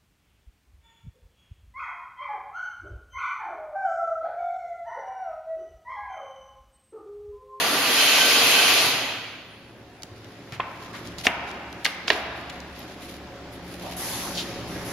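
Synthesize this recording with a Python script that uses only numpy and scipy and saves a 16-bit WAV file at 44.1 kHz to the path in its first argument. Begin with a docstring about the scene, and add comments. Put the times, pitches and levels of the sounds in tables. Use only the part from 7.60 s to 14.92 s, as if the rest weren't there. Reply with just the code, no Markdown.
"""A paper folding machine's air feed rushes, whines and squeals as a vane pump drives air through
its nozzles, then dies away over the hum of motor and belts. Close to the microphone a stack of paper
is flexed, knocked square on the feed table and slid into place; the knocks ring on in an echoing
print shop. Valves then let the air hiss in again, and the hum grows as the microphone comes closer."""
import sys
import numpy as np
from scipy import signal
from scipy.fft import rfft, irfft, next_fast_len
from scipy.io import wavfile
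from scipy.ndimage import uniform_filter1d, map_coordinates

SR = 44100
rng = np.random.default_rng(int(sys.argv[2]) if len(sys.argv) > 2 else 0)


def unload_audio(sound):
    """Save the sound as a 16-bit wav file, at the path given as the first command line argument."""
    columns = np.transpose(np.atleast_2d(sound))
    # keep every value between -1 and 1, then stretch to whole-number steps
    steps = np.round(np.clip(columns, -1, 1) * 32767)
    wavfile.write(sys.argv[1], SR, steps.astype(np.int16))


N = 322812

# Colours of the moving air. Each row: frequency in Hz, relative level in dB.
ROAR_COLOUR = [(53, -64), (90, -44), (108, -12.5), (215, -8), (275, 3), (321, -3.5), (456, -1.5), (499, -2),
               (580, -0.5), (708, 2), (860, -1), (1520, 0.5), (1730, -1.5), (2000, 0), (2600, -56),
               (4400, -120)]  # the pump's low body
NOZZLE_COLOUR = [(1000, -52.5), (1700, -19), (2000, -8), (2170, -7), (2520, -3), (2840, -4.5), (3150, -3),
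                 (3700, -7), (4460, -5), (5600, -13), (6380, -11), (7350, -18.5), (8000, -35), (10400, -48),
                 (17600, -120)]  # the bright stream
HISS_COLOUR = [(4940, -30), (8400, -8), (8900, -3.5), (11100, 1), (13000, -6.5), (14300, -10), (15800, -21)]  # fine sizzle, also the paper's fizz
JET_COLOUR = [(350, -34), (600, -23), (760, -2), (1200, -8.5), (1980, -7), (2450, -9.5), (5590, -8.5),
              (6580, -10.5), (8000, -25), (10400, -51), (17600, -120)]  # the returning air
JET_HISS_COLOUR = [(3500, -30), (5000, -10), (8800, -9), (10000, -1), (11100, 1.5), (12500, -6),
                   (14300, -15), (15800, -26)]  # its airy top
# The pump's whine. Each row: multiple of the vane rate, relative level in dB.
VANE_HARMONICS = [(2, -9), (3, -9), (5, -1), (17, -11), (22, -10)]
# The air pipe's resonances. Each row: centre in Hz, width in Hz, relative level in dB.
PIPE_MODES = [(2580, 220, -11.5), (3070, 130, -20), (4080, 160, -21)]
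# Bursts of edge tone at the nozzle. Each row: start in seconds, length in seconds, pitch in Hz,
# glide in Hz per second, tone level in dB, octave level in dB.
SQUEALS = [(0.37, 0.14, 1560, -280, -30.5, -22.5), (0.47, 0.16, 1546, -170, -30, -25.5),
           (0.585, 0.13, 1533, 320, -25.5, -23), (0.69, 0.16, 1562, -50, -32, -28),
           (0.95, 0.09, 1538, 130, -25, -22), (1.01, 0.13, 1556, -110, -29.5, -25)]
# Where the feed sits in stereo. Each row: frequency in Hz, left over right in dB.
FEED_BALANCE = [(60, -6), (150, 1.5), (380, -0.5), (950, 0), (2380, -2), (5980, 2), (15000, -1)]
# Air returning to the nozzles. Each row: valve opening in seconds, closing in seconds, level in dB.
JET_PUFFS = [(6.365, 6.586, -33), (7.074, 7.3, -49.5), (7.248, 7.4, -43)]

# The stack snaps taut or hits the table. Each row: start in seconds, flex level in dB, flex pitch in Hz,
# flex t60 in seconds, slap level in dB, slap low cut in Hz, slap high cut in Hz, thud level in dB,
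# crack level in dB, left over right in dB, room send in dB.
KNOCKS = [(2.9985, -13, 1045, 0.031, -22, 900, 1340, -54, -70, 1, -19),
          (3.0026, -24, 2840, 0.0076, -20.5, 1700, 2820, -42, -70, -2, -16),
          (3.6683, 6.5, 2200, 0.003, -8, 250, 3070, -11, 1.5, 1, -24),
          (3.6701, 0.5, 2630, 0.0088, -23, 700, 1100, -34, -20, -1, -17),
          (4.2541, -2.5, 2200, 0.0081, -16.5, 1500, 4900, -29, -27, -5.5, -18),
          (4.2622, -14, 4400, 0.008, -16, 700, 5200, -26, -31, 1, -13),
          (4.4802, -17, 3090, 0.018, -15, 1600, 5050, -23, -35, -1, -16),
          (4.5021, -3, 1830, 0.018, -7.5, 300, 4630, -8, -20, -2.5, -18)]
# Sheets clapping together. Each row: frequency in Hz, relative level in dB.
SLAP_COLOUR = [(300, -4.5), (750, 1.5), (1200, -1.5), (2200, 4), (3200, 0.5), (5000, -2), (7500, -2),
               (16000, -44)]
# The stack's low thud. Each row: pitch in Hz, relative level in dB, t60 in seconds.
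STACK_MODES = [(297, -19.5, 0.087), (440, -14.5, 0.065), (657, -7.5, 0.036), (900, -6, 0.0077)]
# Notes left hanging by the knocks. Each row: start in seconds, opening level in dB, centre in Hz,
# width in Hz, t60 in seconds.
HANGING_NOTES = [(3.003, -41, 940, 300, 1.0), (3.004, -46, 2500, 1300, .7), (3.672, -45, 780, 380, 1.1),
                 (4.257, -40, 2120, 160, 1.2), (4.505, -35, 360, 280, .9), (4.56, -34.5, 660, 50, 1.05)]
# Paper rubbing. Each row: frequency in Hz, relative level in dB.
RUB_COLOUR = [(800, -26), (2000, 2), (3800, 2), (5200, -1), (7500, -8.5), (8500, -59)]
# The stack slides in the hands and over the table. Each row: start in seconds, length in seconds,
# relative rub level in dB, relative fizz level in dB.
SLIDES = [(3.19, 0.12, -51.5, -65), (3.325, 0.25, -49.5, -62), (3.576, 0.076, -42, -54),
          (3.634, 0.061, -37, -47), (3.87, 0.12, -45.5, -60), (4.237, 0.096, -51, -49),
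          (4.47, 0.18, -39, -52), (4.757, 0.086, -52, -62), (5.145, 0.19, -48.5, -62),
          (5.4, 0.21, -49.5, -55.5), (5.918, 0.071, -54, -56), (6.02, 0.5, -62, -59),
          (6.185, 0.32, -43.5, -54)]
# Sheets brushing, and at 3.654 s a brief low-mid puff of noise just before the loudest knock.
# Each row: start in seconds, level in dB, length in seconds, centre in Hz, width in Hz.
SWISHES = [(2.921, -39.5, 0.056, 2000, 2600), (3.337, -39, 0.055, 1810, 2000),
           (3.583, -38, 0.023, 3870, 3570), (3.647, -29, 0.042, 2820, 4160),
           (3.654, -28.5, 0.011, 670, 500), (4.246, -22.5, 0.017, 3380, 4400),
           (4.4756, -34, 0.025, 2880, 3700), (4.896, -37, 0.016, 2860, 2500),
           (6.233, -37.5, 0.084, 700, 234), (6.747, -35.5, 0.056, 4500, 3200),
           (6.772, -28.5, 0.07, 3700, 2500)]
# Light ticks of paper and fittings. Each row: start in seconds, peak in dB, centre in Hz.
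TICKS = [(2.422, -31, 4370), (2.4328, -21, 5200), (2.4335, -25, 2700), (2.645, -34, 2730),
         (2.9225, -30, 2680), (2.95, -35, 3700), (3.352, -36, 4560), (3.473, -28, 4460), (3.584, -27, 4000),
         (3.914, -28, 3800), (4.128, -29.5, 4000), (4.531, -19, 2300), (4.899, -28, 3800),
         (5.003, -29.5, 4460), (5.193, -32, 12400), (5.5413, -33, 4000), (6.2347, -34, 4300)]
# Soft low bumps. Each row: start in seconds, relative level in dB, pitch in Hz.
BUMPS = [(1.268, -27, 150), (2.514, -31, 106), (2.925, -26, 135), (3.582, -27, 140), (3.666, -27.5, 70),
         (3.668, -22, 270)]

# The drive's fader ride as the microphone nears. Each row: time in seconds, relative level in dB.
DRIVE_RIDE = [(0, -63), (2.05, -49.5), (2.9, -45), (3.5, -42), (4.3, -44), (5.1, -43), (5.9, -41.5),
              (6.85, -37), (7.1, -36.5), (7.32, -35)]
# Steady hums. Each row: pitch in Hz, relative level in dB.
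MOTOR_TONES = [(118.4, -53), (177.6, -49), (274.5, -53.5), (355, -59), (413.2, -59.5), (532, -62),
               (549.3, -53), (592.2, -58), (721.4, -55), (1082, -62)]  # motor and belts
MAINS_TONES = [(120, -65)]  # a steady mains hum
# Colours of the machinery. Each row: frequency in Hz, relative level in dB.
ROLLER_COLOUR = [(12, -47), (20, -23), (60, -17), (113, -9), (145, -3), (173, -19), (206, -1.5),
                 (239, -0.5), (348, 0.5), (495, -6.5), (547, -4.5), (1220, -12), (1610, -11.5),
                 (4970, -21.5), (8000, -33), (10400, -54), (17600, -120)]  # rollers and bearings
STAND_COLOUR = [(20, -10), (45, -4), (66, -5), (85, -3), (115, -3), (200, -4), (400, -40)]  # the trembling stand
# The low drones and rumble swell and fade; the low end drops sharply just after the loudest knock. # Each row:
# time in seconds, pulley drone in dB, cabinet drone in dB, rumble in dB.
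BASS_RIDE = [(0, -65, -60, -69), (1.3, -66, -53.5, -62), (2.1, -62, -60, -60), (2.9, -64, -54, -61),
             (3.55, -52, -53, -51.5), (3.8, -57, -66, -65), (4.4, -53.5, -62, -58), (6.0, -51.5, -59, -54),
             (7.32, -52, -51, -45.5)]

# Stereo width. Each row: frequency in Hz, left-right likeness (1 is mono).
FEED_IMAGE = [(60, 0.98), (150, 1), (380, 0.98), (950, 0.93), (2380, 0.43), (5980, 0.14), (15000, -0.2)]
WIDE_IMAGE = [(60, 0.9), (150, 1), (380, 0.95), (950, 0.88), (2380, 0.32), (5980, 0.02), (15000, 0.06)]
# The shop's decay. Each row: frequency in Hz, t60 in seconds.
SHOP_DECAY = [(150, 1.47), (600, 2.23), (2000, 1.9), (4000, 1.97), (7000, 0.46), (12000, 0.3)]
# The tone of its echo. Each row: frequency in Hz, relative level in dB.
SHOP_COLOUR = [(100, 5), (400, -3.5), (750, 5), (1300, 5.5), (2300, 0), (4000, -5), (12000, 5)]

VANE_HZ, SHAFT_HZ, PULLEY_HZ, CABINET_HZ = 233.63, 59, 70, 107.5
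NOZZLES_OPEN_S, OPENING_S, FEED_CUT_S = 0.24, 0.17, 1.24
DULL_HZ, DULLING_DB_PER_S = 4100, 25
STACK_HELD_FROM_S = 2.55


def air_feed():
    """The pump roars under the nozzles' rush and hiss; each passing vane pushes one puff of air."""
    vane_phase = turning(VANE_HZ, drift=0.0006)
    pulsing = 1 + 0.09 * np.sin(vane_phase)
    roar = flow(-25.78, shut_db=0.59, fall_db_per_s=38.7) * rush(ROAR_COLOUR, FEED_IMAGE, patchy_db=1)
    hiss = flow(-27, shut_db=3.3, fall_db_per_s=79) * rush(HISS_COLOUR, FEED_IMAGE, patchy_db=2.5)
    air = nozzle_stream() + pipe_ring() + hiss
    feed = roar + pump_whine(vane_phase) + squeals() + pulsing * air
    return filtered(feed, lambda hz: amp(along(FEED_BALANCE, hz) * np.array([[0.5], [-0.5]])))


def nozzle_stream():
    """Air tears through the nozzles and loses its top first as the pressure falls."""
    stream = rush(NOZZLE_COLOUR, FEED_IMAGE, patchy_db=1.2)
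    dull = filtered(stream, lambda hz: 1 / (1 + (hz / DULL_HZ) ** 6))
    top = (stream - dull) * amp(-DULLING_DB_PER_S * after(FEED_CUT_S))
    return flow(-18.5, shut_db=6.1, fall_db_per_s=42.2) * (dull + top)


def pipe_ring():
    """Eddies ring the air pipe, which flares up briefly before the cut-off."""
    eddies = spread(rng.standard_normal((2, N)), FEED_IMAGE)
    ring = sum(amp(db + 1.7 * wobble(7.3)) * unit(band_pass(eddies, hz, width, stages=1))
               for hz, width, db in PIPE_MODES)
    flare = amp(6.1 * swell(start=0.903, length=0.14))
    return flow(-18, shut_db=22, fall_db_per_s=50) * flare * ring


def pump_whine(vane_phase):
    """Vanes passing the port sing in harmonics; the second swells while the nozzles are wide open."""
    harmonics = sum(amp(db + 2.2 * wobble(17.3)) * np.sin(k * vane_phase + rng.normal(0, 0.19, (2, 1)))
                    for k, db in VANE_HARMONICS)
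    drone = amp(-35) * swell(start=0.65, length=0.59) * np.sin(2 * vane_phase)
    return flow(-35, shut_db=0.35, fall_db_per_s=110) * harmonics + drone


def squeals():
    """The nozzle's edge tone catches in gliding, fluttering bursts, each with its octave."""
    out = np.zeros((2, N))
    for start, length, hz, glide, tone_db, octave_db in SQUEALS:
        pitch = hz + glide * np.clip(seconds() - start, 0, length)
        phase = 2 * np.pi * np.cumsum(pitch * (1 + 0.007 * wobble(140))) / SR
        out += swell(start, length) * (amp(tone_db) * np.sin(phase) + amp(octave_db) * np.sin(2 * phase))
    flutter_db = 2.5 * wobble(70) + 2 * np.array([wobble(60), wobble(60)])
    return out * unit(amp(flutter_db))


def flow(full_db, shut_db, fall_db_per_s):
    """A feed layer's envelope: up by shut_db as the nozzles open, bleeding away after the cut-off."""
    shut = 1 - np.clip((seconds() - NOZZLES_OPEN_S) / OPENING_S, 0, 1)
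    return amp(full_db - shut_db * shut - fall_db_per_s * after(FEED_CUT_S))


def air_jet():
    """A valve blows a thin jet at the stack's edge; its fine hiss cracks on early and dies first."""
    jet, hiss = np.zeros((2, N))
    for start, stop, db in JET_PUFFS:
        open_s = np.maximum(seconds() - start, 0)
        jet += (1 - np.exp(-open_s / 0.044)) * amp(db - 34.5 * after(stop))
        hiss += (1 - np.exp(-open_s / 0.045)) ** 0.2 * amp(db - 1 - 55 * after(stop))
    return (jet * rush(JET_COLOUR, WIDE_IMAGE, patchy_db=2)
            + hiss * rush(JET_HISS_COLOUR, FEED_IMAGE, patchy_db=0))


def stack_knocks():
    """Each blow flexes, thuds, slaps and cracks. Returns dry hits, scatter off the machine, room send."""
    direct, scattered, send = np.zeros((3, 2, N))
    t = np.arange(SR // 6) / SR
    for start, flex_db, hz, t60, slap_db, low_hz, top_hz, thud_db, crack_db, pan_db, room_db in KNOCKS:
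        onset = 1 - np.exp(-(t * hz / 0.53) ** 2)  # a slow flip starts softly
        phase = 2 * np.pi * hz * t
        flex = amp(flex_db - 60 * t / t60) * (np.sin(phase) + amp(-8.5) * np.sin(1.3 * phase))
        thud = sum(amp(thud_db + db - 60 * t / mode_t60) * np.sin(2 * np.pi * mode_hz * t)
                   for mode_hz, db, mode_t60 in STACK_MODES)
        burst = amp(crack_db - 60 * t / 0.0017) * rng.standard_normal(len(t))
        crack = band_pass(burst, hz=5400, width=6600, stages=4)
        decay = amp(-60 * t / 0.02) + amp(-17 - 60 * t / 0.11)  # a quick clap and the table's answer
        slap = amp(slap_db) * decay * sheet_noise(len(t), low_hz, top_hz)
        pan = amp([[pan_db / 2], [-pan_db / 2]])
        blow = pan * (onset * (flex + thud + slap) + crack)
        add(direct, start, blow)
        add(send, start, amp(room_db) * blow)
        add(scattered, start, amp(slap_db - 18 - 60 * t / 0.3) * sheet_noise(len(t), low_hz, top_hz))
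    return direct, scattered, send


def sheet_noise(samples, low_hz, top_hz):
    """The raw noise of sheets clapping together, centred in the mids and wide on top."""
    noise = spread(rng.standard_normal((2, samples)), [(1000, 0.97), (8000, 0.3)])
    cuts = lambda hz: hz / np.hypot(hz, low_hz) / np.hypot(1, (hz / top_hz) ** 6)
    return unit(filtered(noise, lambda hz: amp(along(SLAP_COLOUR, hz)) * cuts(hz)))


def rustle():
    """Paper rubs in tiny catches: faintly while the stack is held, louder with each slide."""
    held = (seconds() > STACK_HELD_FROM_S) * amp(2.9 * wobble(6.35))
    rub_gain, fizz_gain = held * amp(-58), held * amp(-71)
    for start, length, rub_db, fizz_db in SLIDES:
        slide = swell(start, length)
        rub_gain = np.hypot(rub_gain, amp(rub_db) * slide)
        fizz_gain = np.hypot(fizz_gain, amp(fizz_db) * slide)
    catches = unit(amp(2.5 * wobble(250) + 2.1 * wobble(30)))
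    rub = rub_gain * amp(0.5) * rush(RUB_COLOUR, WIDE_IMAGE, patchy_db=-0.5)
    fizz = fizz_gain * amp(3) * rush(HISS_COLOUR, WIDE_IMAGE, patchy_db=-2)
    return catches * (rub + fizz)


def swishes():
    """Quick-rising strokes of noise: sheets brushing, and one low-mid puff before the loudest knock."""
    out = np.zeros((2, N))
    for start, db, length, hz, width in SWISHES:
        progress = np.linspace(0, 1, int(length * SR))
        stroke = np.abs(np.sin(np.pi * progress ** 0.42)) ** 0.8
        grains = spread(rng.standard_normal((2, len(stroke))), [(1000, 0.54)])
        add(out, start, amp(db) * stroke * unit(band_pass(grains, hz, width)))
    return out


def small_contacts():
    """Paper and fittings touch in dry ticks and soft low bumps."""
    out, t = np.zeros((2, N)), np.arange(SR // 10) / SR
    for start, db, hz in TICKS:
        burst = spread(rng.standard_normal((2, len(t))), [(1000, 0.14)]) * amp(-60 * t / 0.011)
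        tick = band_pass(burst, hz, width=3600)
        add(out, start, amp(db) * tick / np.abs(tick).max())
    bump_shape = t / 0.011 * np.exp(1 - t / 0.0046)
    for start, db, hz in BUMPS:
        add(out, start, amp(db) * bump_shape * np.sin(2 * np.pi * hz * t))
    return out


def drive():
    """Motor and belts hum over roller noise that throbs once a turn and shudders as the air is cut."""
    level_db = np.interp(seconds(), *np.transpose(DRIVE_RIDE))
    motor_gain = amp(-5.5 + 1.36 * (level_db + 44))  # the hum grows faster than the roller noise
    shudder = amp(-41) * swell(start=1.16, length=0.47)
    throb = 1 + 0.11 * np.sin(turning(SHAFT_HZ, drift=0.0011))
    rollers = amp(-0.5) * throb * rush(ROLLER_COLOUR, WIDE_IMAGE, patchy_db=1.6)
    return motor_gain * hum(MOTOR_TONES) + (amp(level_db) + shudder) * rollers


def stand():
    """The drive shakes the stand into two low drones and a rumble."""
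    times, *levels = np.transpose(BASS_RIDE)
    pulley_db, cabinet_db, rumble_db = (np.interp(seconds(), times, db) for db in levels)
    rumble = amp(rumble_db) * rush(STAND_COLOUR, [(30, 0.54), (100, 0.78)], patchy_db=-1.5)
    return hum([(PULLEY_HZ, pulley_db), (CABINET_HZ, cabinet_db)]) + rumble


def hum(tones):
    """Tones of turning parts, each wandering in pitch and fluttering in level."""
    out = np.zeros(N)
    for hz, db in tones:
        flutter = unit(amp(2.3 * wobble(8) + 3 * wobble(40)))
        out += amp(db) * flutter * np.sqrt(2) * np.sin(turning(hz, drift=0.0025))
    return out


def hanging_notes():
    """After the knocks, narrow bands ring on in the table and the shop."""
    out, t = np.zeros((2, N)), np.arange(SR) / SR
    for start, db, hz, width, t60 in HANGING_NOTES:
        noise = spread(rng.standard_normal((2, len(t))), WIDE_IMAGE)
        add(out, start, amp(db - 60 * t / t60) * unit(band_pass(noise, hz, width)))
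    return out


def shop_echo(send):
    """The hard-walled room rings long in the mids and swallows the treble."""
    hz, t, bins = signal.stft(rng.standard_normal((2, 3 * SR // 2)), SR, nperseg=256)
    decay_db = along(SHOP_COLOUR, hz)[:, None] - 60 * t / along(SHOP_DECAY, hz)[:, None]
    tail = signal.istft(bins * amp(decay_db), SR, nperseg=256)[1]
    fade_in = 1 - np.exp(-np.arange(tail.shape[1]) / SR / 0.0011)
    tail = spread(tail, WIDE_IMAGE) * fade_in
    return signal.fftconvolve(send.mean(axis=0)[None], tail / np.linalg.norm(tail[0]), axes=1)[:, :N]


def room_tone():
    """The air line hisses faintly under everything over a steady mains hum."""
    return amp(-70) * rush(HISS_COLOUR, WIDE_IMAGE, patchy_db=4.5) + hum(MAINS_TONES)


def rush(colour, image, patchy_db):
    """Turbulent stereo noise of rms 1, mottled in time and frequency by patchy_db."""
    bins = signal.stft(rng.standard_normal((2, N)), nperseg=512)[2]
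    patches = uniform_filter1d(rng.standard_normal(bins.shape[1:]), size=5, axis=0)
    patches = unit(uniform_filter1d(patches, size=10, axis=1))
    pair = signal.istft(bins * amp(patchy_db * patches), nperseg=512)[1][:, :N]
    return unit(filtered(spread(pair, image), lambda hz: amp(along(colour, hz))))


def spread(pair, image):
    """Two unrelated signals become left and right with the given likeness."""
    angle = lambda hz: np.arccos(np.clip(along(image, hz), -1, 1)) / 2
    mid, side = filtered(pair, lambda hz: np.array([np.cos(angle(hz)), np.sin(angle(hz))]))
    return np.array([mid + side, mid - side])


def band_pass(x, hz, width, stages=2):
    """Ring x through a chain of like resonances, each width Hz wide."""
    return filtered(x, lambda f: (1j * f * width / (hz * hz - f * f + 1j * f * width)) ** stages)


def filtered(x, response):
    """EQ x with a gain given as a function of Hz."""
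    n = x.shape[-1]
    padded = next_fast_len(n + SR // 4)
    return irfft(rfft(x, padded) * response(np.fft.rfftfreq(padded, 1 / SR)), padded)[..., :n]


def along(points, hz):
    """Read a curve of (Hz, value) points on a log axis."""
    freqs, values = np.transpose(points)
    return np.interp(np.log(hz + 1), np.log(freqs + 1), values)


def turning(hz, drift):
    """Phase of a shaft whose speed wanders a little."""
    return 2 * np.pi * (np.cumsum(hz * (1 + drift * wobble(5))) / SR + rng.random())


def wobble(rate):
    """A smooth random curve, rate knots a second."""
    return map_coordinates(rng.standard_normal(int(N * rate / SR) + 4), [np.arange(N) * rate / SR])


def swell(start, length):
    """A stroke that rises quickly and eases off; times in seconds."""
    progress = np.clip((seconds() - start) / length, 0, 1)
    return np.abs(np.sin(np.pi * progress ** 0.54))


def after(start, ease_s=0.054):
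    """Seconds gone by since start, setting in smoothly."""
    return ease_s * np.logaddexp(0, (seconds() - start) / ease_s)


def add(track, start, sound):
    """Mix a sound in at start seconds."""
    part = track[..., round(start * SR):][..., :sound.shape[-1]]
    part += sound[..., :part.shape[-1]]


def seconds():
    return np.arange(N) / SR


def amp(db):
    return 10 ** (np.asarray(db) / 20)


def unit(x):
    return x / np.sqrt(np.mean(x ** 2) + 1e-20)


def scene():
    """The machine plays dry; the paper is up close, and what scatters off it fills the shop."""
    machine = air_feed() + air_jet() + drive() + stand()
    knocks, scattered, send = stack_knocks()
    handling = rustle() + swishes() + small_contacts()
    echo = shop_echo(send + scattered + amp(-5.5) * handling)
    return machine + knocks + scattered + handling + hanging_notes() + echo + room_tone()


def record(dry):
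    """The loudest knock clips; a narrow treble notch is cut and the highest treble is removed."""
    clipped = np.clip(dry, -1, 1)
    notch = lambda hz: 1 - 0.98 * np.exp(-((hz - 8230) / 340) ** 4)
    return filtered(clipped, lambda hz: notch(hz) * (hz < 15800))


dry = scene()
out = record(dry)
unload_audio(out)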